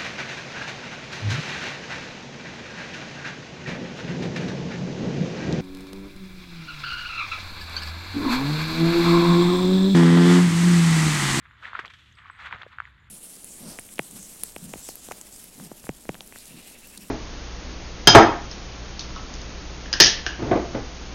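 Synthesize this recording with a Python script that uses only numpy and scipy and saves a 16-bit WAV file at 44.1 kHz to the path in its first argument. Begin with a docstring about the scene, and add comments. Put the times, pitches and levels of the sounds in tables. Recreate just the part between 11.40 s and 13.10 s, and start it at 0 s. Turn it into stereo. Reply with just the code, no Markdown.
"""Two slow, close footsteps on coarse beach sand, over a low rumble and a faint wash of surf.
The first rolls in at 0.2 s: grains grind under the sole, coral snaps, the foot lands with a soft knock.
Kicked sand patters down until about 0.8 s, with a few pings of shell chips.
The second step grinds in at 1 s, throws a little more sand and ends in snaps that die out by 1.5 s.
Thin distant chirps come before, between and after the steps."""
import sys
import numpy as np
from scipy import signal
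from scipy.io import wavfile
from scipy.ndimage import uniform_filter1d

SR = 44100
rng = np.random.default_rng(int(sys.argv[2]) if len(sys.argv) > 2 else 0)


def digitize_waveform(pressure):
    """Quantize a signal to 16-bit integers and store it at the path in sys.argv[1].

    Rows of a 2-D input are taken as channels; values are limited to [-1, 1].
    """
    field = np.atleast_2d(pressure).T
    bounded = np.clip(field, -1, 1)
    quanta = np.round(bounded * 32767).astype(np.int16)
    wavfile.write(sys.argv[1], SR, quanta)


N = 74970
T = np.arange(N) / SR
CUTOFF_HZ = 13150


def amp(db):
    """Decibels to gain."""
    return 10 ** (np.asarray(db) / 20)


def unit(x):
    """Scales to rms 1."""
    return x / np.sqrt(np.mean(x ** 2) + 1e-20)


def add(mix, start_s, sound):
    """Drops a sound into the mix at start_s."""
    part = mix[max(round(start_s * SR), 0):][:len(sound)]
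    part += sound[:len(part)]


def colour(x, curve, size=8192):
    """Minimum-phase EQ that follows a curve of freq_hz, gain_db."""
    hz, db = np.transpose(curve)
    bins_hz = abs(np.fft.fftfreq(size, 1 / SR))
    log_gain = np.log(amp(np.interp(np.log(bins_hz + 1), np.log(hz), db)))
    response = np.exp(np.conj(signal.hilbert(log_gain)))
    taps = np.fft.ifft(response).real[:size // 2]
    return signal.fftconvolve(x, taps)[:N]


def noise(curve):
    """Noise shaped by an EQ curve, at rms 1."""
    return unit(colour(rng.standard_normal(N), curve))


def swells(rows):
    """Envelope with one bell-shaped swell for each row."""
    return sum(amp(db) * np.exp(-((T - peak_s) / width_s) ** 2 / 2) for peak_s, db, width_s in rows)


def grains(per_s, spread_db, bands=36):
    """Granular texture: tiny pops of many pitches and uneven size, at random moments."""
    out, t = np.zeros(N), T[:SR // 20]
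    for hz in np.geomspace(120, CUTOFF_HZ, bands):
        size = amp(spread_db * np.minimum(rng.exponential(1, N), 3.5))
        clicks = size * rng.choice([-1, 1], N) * (rng.random(N) < per_s / bands / SR)
        attack_s = 0.5 / hz + 0.0003
        pop = t * np.exp(-t / attack_s) * np.sin(2 * np.pi * hz * t)
        out += np.sqrt(hz) * unit(signal.oaconvolve(clicks, pop)[:N])
    return out


def pops(rows, shape, sag, overtone_db, overtone_ratio=1.813, sag_s=0.0008):
    """Heavily damped two-mode rings whose pitch sags; a higher shape makes them tighter."""
    out, t = np.zeros(N), T[:SR // 10]
    for start_s, db, hz, attack_s in rows:
        bend = 1 + sag * (np.exp(-t / sag_s) - np.exp(-attack_s / sag_s))
        phase = 2 * np.pi * np.cumsum(hz * bend) / SR
        envelope = (t / attack_s * np.exp(1 - t / attack_s)) ** shape
        ring = np.sin(phase) + amp(overtone_db) * np.sin(overtone_ratio * phase)
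        add(out, start_s, amp(db) * envelope * ring)
    return out


# coral giving way underfoot: start_s, level_db, pitch_hz, attack_s
CORAL_SNAPS = [(0.0546, -37, 1690, 0.00042), (0.059, -38, 1780, 0.00046), (0.1107, -38.5, 1790, 0.00042),
               (0.2536, -25.5, 1890, 0.0008), (0.332, -24.5, 1285, 0.00063), (0.3509, -20.5, 1370, 0.00093),
               (0.3538, -19.5, 1377, 0.00076), (.3670, -31, 1470, 0.00092), (0.3915, -14.5, 1570, 0.00035),
               (0.3941, -21, 1660, 0.0005), (0.397, -28, 1280, 0.00075), (0.4488, -26.5, 2100, 0.00043),
               (0.4494, -31, 1215, 0.00095), (0.7876, -38.5, 2730, 0.00039), (0.8561, -37.5, 1180, 0.0019),
               (0.899, -27, 1525, 0.00047), (0.9, -33.5, 1165, 0.0014), (1.0703, -29.5, 1530, 0.00077),
               (1.1105, -28, 1490, 0.0008), (1.1259, -19.5, 2040, 0.00047), (1.1266, -26, 1020, 0.0013),
               (1.1355, -27, 1500, 0.0006), (1.1598, -30.5, 1620, 0.00043), (1.2159, -28, 1750, 0.00039),
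               (1.2187, -25.5, 1700, 0.000091), (1.2211, -32.5, 3500, 0.00061),
               (1.2325, -23.5, 1630, 0.00025), (1.385, -23, 1495, 0.00077), (1.4018, -17, 1413, 0.00074),
               (1.4195, -33.5, 1430, 0.00051), (1.4533, -33, 1960, 0.00079), (1.4744, -40.5, 1590, 0.00082)]
def snaps():
    """Bits of coral crack with a short hollow ring: too small for bass, their treble muffled by sand."""
    low_cut = signal.butter(3, 656, "high", fs=SR, output="sos")
    muffle = signal.butter(4, 4200, fs=SR, output="sos")
    cracks = pops(CORAL_SNAPS, shape=1.67, sag=0.1, overtone_db=-16.5)
    return signal.sosfilt(np.vstack([low_cut, muffle]), cracks)


# envelope of the grind under the sole: time_s, level_db
GRIND_ENVELOPE = [(0, -61.5), (.055, -58), (.09, -59.5), (.215, -57), (.232, -43), (.275, -40.5),
                  (.325, -50), (.36, -42), (.42, -45.5), (.444, -51.5), (.466, -50.5), (.492, -64.5),
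                  (.504, -45), (.525, -66.5), (.767, -66), (.773, -50.5), (.815, -55), (.88, -51),
                  (.92, -57), (.985, -51.5), (.992, -42.5), (1.004, -45), (1.04, -44.5), (1.066, -37.5),
                  (1.1, -48.5), (1.135, -41), (1.17, -48.5), (1.22, -48.5), (1.295, -62), (1.33, -49.5),
                  (1.37, -58), (1.42, -54), (1.475, -54), (1.51, -62), (1.7, -61.5)]
# tone of coarse sand: freq_hz, gain_db
GRIT_EQ = [(100, -19.5), (300, -48.5), (700, -13.5), (1000, 0), (1350, 5), (2000, 2), (2600, -4.5),
           (3500, -7.5), (4400, -17.5), (5600, -31), (7000, -28.5), (9500, -50.5), (13000, -63)]
def grinding(full_load_per_s=30000, thinning=0.25):
    """Grains slip in a dense gritty grind: louder under load, quieter and a bit thinner on the lift."""
    level_db = np.interp(T, *np.transpose(GRIND_ENVELOPE))
    density = amp(thinning * (level_db - level_db.max()))
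    slips = unit(colour(grains(full_load_per_s * density, spread_db=3.5), GRIT_EQ))
    return amp(level_db) * slips / np.sqrt(density / density.mean())  # make-up gain for the thinning


def crumbs(offset_db=-37.5, decay_s=0.0087):
    """Crumbs leave a short gritty tail after each snap."""
    envelope, t = np.zeros(N), T[:SR // 10]
    for start_s, db, _, _ in CORAL_SNAPS:
        add(envelope, start_s, amp(db + offset_db) * np.exp(-t / decay_s))
    return envelope * noise(GRIT_EQ)


# soft knocks of the foot: start_s, level_db, pitch_hz, attack_s
FOOT_KNOCKS = [(.3915, -37.5, 377, 0.003), (1.146, -42, 80, 0.0051), (1.2638, -37, 525, 0.0021)]
# tiny shell chips: start_s, level_db, pitch_hz, attack_s
SHELL_PINGS = [(0.4793, -35.5, 3320, 0.00072), (.725, -53, 6500, 0.00058), (.753, -54, 4850, 0.0011)]
def knocks_and_pings():
    """The foot lands with a dull knock and shell chips ping brightly, all quickly damped."""
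    return pops(FOOT_KNOCKS + SHELL_PINGS, shape=2.6, sag=0.15, overtone_db=-28)


# the foot's weight bearing down: peak_s, level_db, width_s
PRESSES = [(.27, -59.5, 0.037), (.38, -59, 0.023), (.457, -55, 0.018), (1.06, -62, 0.036),
           (1.142, -50.5, 0.014), (1.22, -59, 0.025)]
# tone of packed sand: freq_hz, gain_db
PACKED_EQ = [(60, -29.5), (160, 9.5), (350, 4), (700, 12), (1000, 3.5), (1600, -32.5), (5000, -79)]
def packing():
    """Deeper sand packs under full weight and gives the step a duller crunch."""
    return swells(PRESSES) * unit(colour(grains(per_s=30000, spread_db=3.5), PACKED_EQ))


# kicked sand landing: start_s, level_db, decay_s
SPRAYS = [(0.394, -41.5, 0.01), (0.456, -40.5, 0.0092), (0.477, -61, 0.013), (0.498, -51.5, 0.023),
          (0.536, -47, 0.015), (0.587, -55.5, 0.033), (0.659, -61, 0.061), (1.056, -44.5, 0.012),
          (1.278, -58, 0.026)]
# tone of loose sand: freq_hz, gain_db
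LOOSE_EQ = [(500, -18), (1500, 10.5), (3200, 10.5), (5000, -4.5), (8000, -11.5), (10000, -25), (13000, -23)]
def spray(attack_s=0.0009):
    """Fine bright patter of loose sand: each handful lands at once and trickles out."""
    envelope = np.zeros(N)
    for start_s, db, decay_s in SPRAYS:
        t = np.maximum(T - start_s, 0)
        envelope += amp(db) * np.minimum(t / attack_s, 1) * np.exp(-t / decay_s)
    return envelope * unit(colour(grains(per_s=22000, spread_db=2), LOOSE_EQ))


# dry sand sliding: peak_s, level_db, width_s
SWISHES = [(.25, -58.5, 0.033), (.63, -62, 0.12), (1.025, -58.5, 0.027)]
# tone of fine sand: freq_hz, gain_db
FINE_EQ = [(900, -10.5), (3400, 14.5), (4800, -3.5), (7800, -6.5), (10000, -18)]
def swish():
    """Smooth hiss of dry sand sliding off the foot and raining down."""
    return swells(SWISHES) * noise(FINE_EQ)


# tone of the low bed: freq_hz, gain_db
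RUMBLE_EQ = [(24, -35), (46, -6.5), (64, 2.5), (115, -1.5), (200, -16), (320, -22.5), (800, -44.5),
             (3000, -74)]
def rumble(level_db=-58.5):
    """Steady low rumble of wind and sea."""
    return amp(level_db) * noise(RUMBLE_EQ)


# tone of the surf: freq_hz, gain_db
SURF_EQ = [(200, -13), (500, 2), (800, -9.5), (1200, 4), (1900, 14.5), (2600, -6.5), (3600, 7),
           (5200, -23.5), (7000, -14.5), (9500, -21.5), (13000, -20)]
def surf(level_db=-66.5, flutter_db=1.8):
    """Faint wash of water with a fluttering level."""
    flutter = unit(uniform_filter1d(rng.standard_normal(N), size=1200))
    return amp(level_db + flutter_db * flutter) * noise(SURF_EQ)


def wavering(hz, width_hz, blur):
    """A tone whose level and phase wander."""
    smooth = signal.butter(2, width_hz, fs=SR, output="sos")
    real, imag = unit(signal.sosfilt(smooth, rng.standard_normal((2, N))))
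    wander = 1 + blur * (real + 1j * imag)
    return unit((wander * np.exp(2j * np.pi * hz * T)).real)


# distant chirps: start_s, level_db, pitch_hz
CHIRPS = [(.09, -78.5, 7020), (.132, -83, 7180), (0.747, -71.5, 8100), (.775, -77, 7930),
          (0.902, -70, 8020), (.948, -77, 8060), (1.44, -78.5, 7000), (1.595, -79, 7000),
          (1.635, -84, 7100)]
def chirps(attack_s=0.0095, t60_s=0.17):
    """Thin high notes, blurred and drawn out by the rocks."""
    out = np.zeros(N)
    for start_s, db, hz in CHIRPS:
        t = np.maximum(T - start_s, 0)
        fade_db = 60 * np.maximum(t - attack_s, 0) / t60_s
        envelope = np.minimum(t / attack_s, 1) * amp(db - fade_db)
        out += envelope * wavering(hz, width_hz=81, blur=0.65)
    return out


# stereo width: freq_hz, side_gain_db
SIDE_EQ = [(3200, -64), (4000, -35.5), (5000, -18), (8000, -12.5), (13000, -9.5)]
def stereo(source):
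    """Plays a source twice, as mid and side: only the treble is wide."""
    mid, side = source(), colour(source(), SIDE_EQ)
    return np.array([mid + side, mid - side])


def scene():
    """Hits, packing, rumble and chirps sit in the centre; the sand textures and surf spread a little."""
    centre = snaps() + knocks_and_pings() + packing() + rumble() + chirps()
    return centre + stereo(grinding) + stereo(crumbs) + stereo(spray) + stereo(swish) + stereo(surf)


def record(dry):
    """Steep high cut on the whole mix."""
    taps = signal.firwin(511, CUTOFF_HZ, window=("kaiser", 9), fs=SR)
    return signal.oaconvolve(dry, taps[None], "same")


dry = scene()
out = record(dry)
digitize_waveform(out)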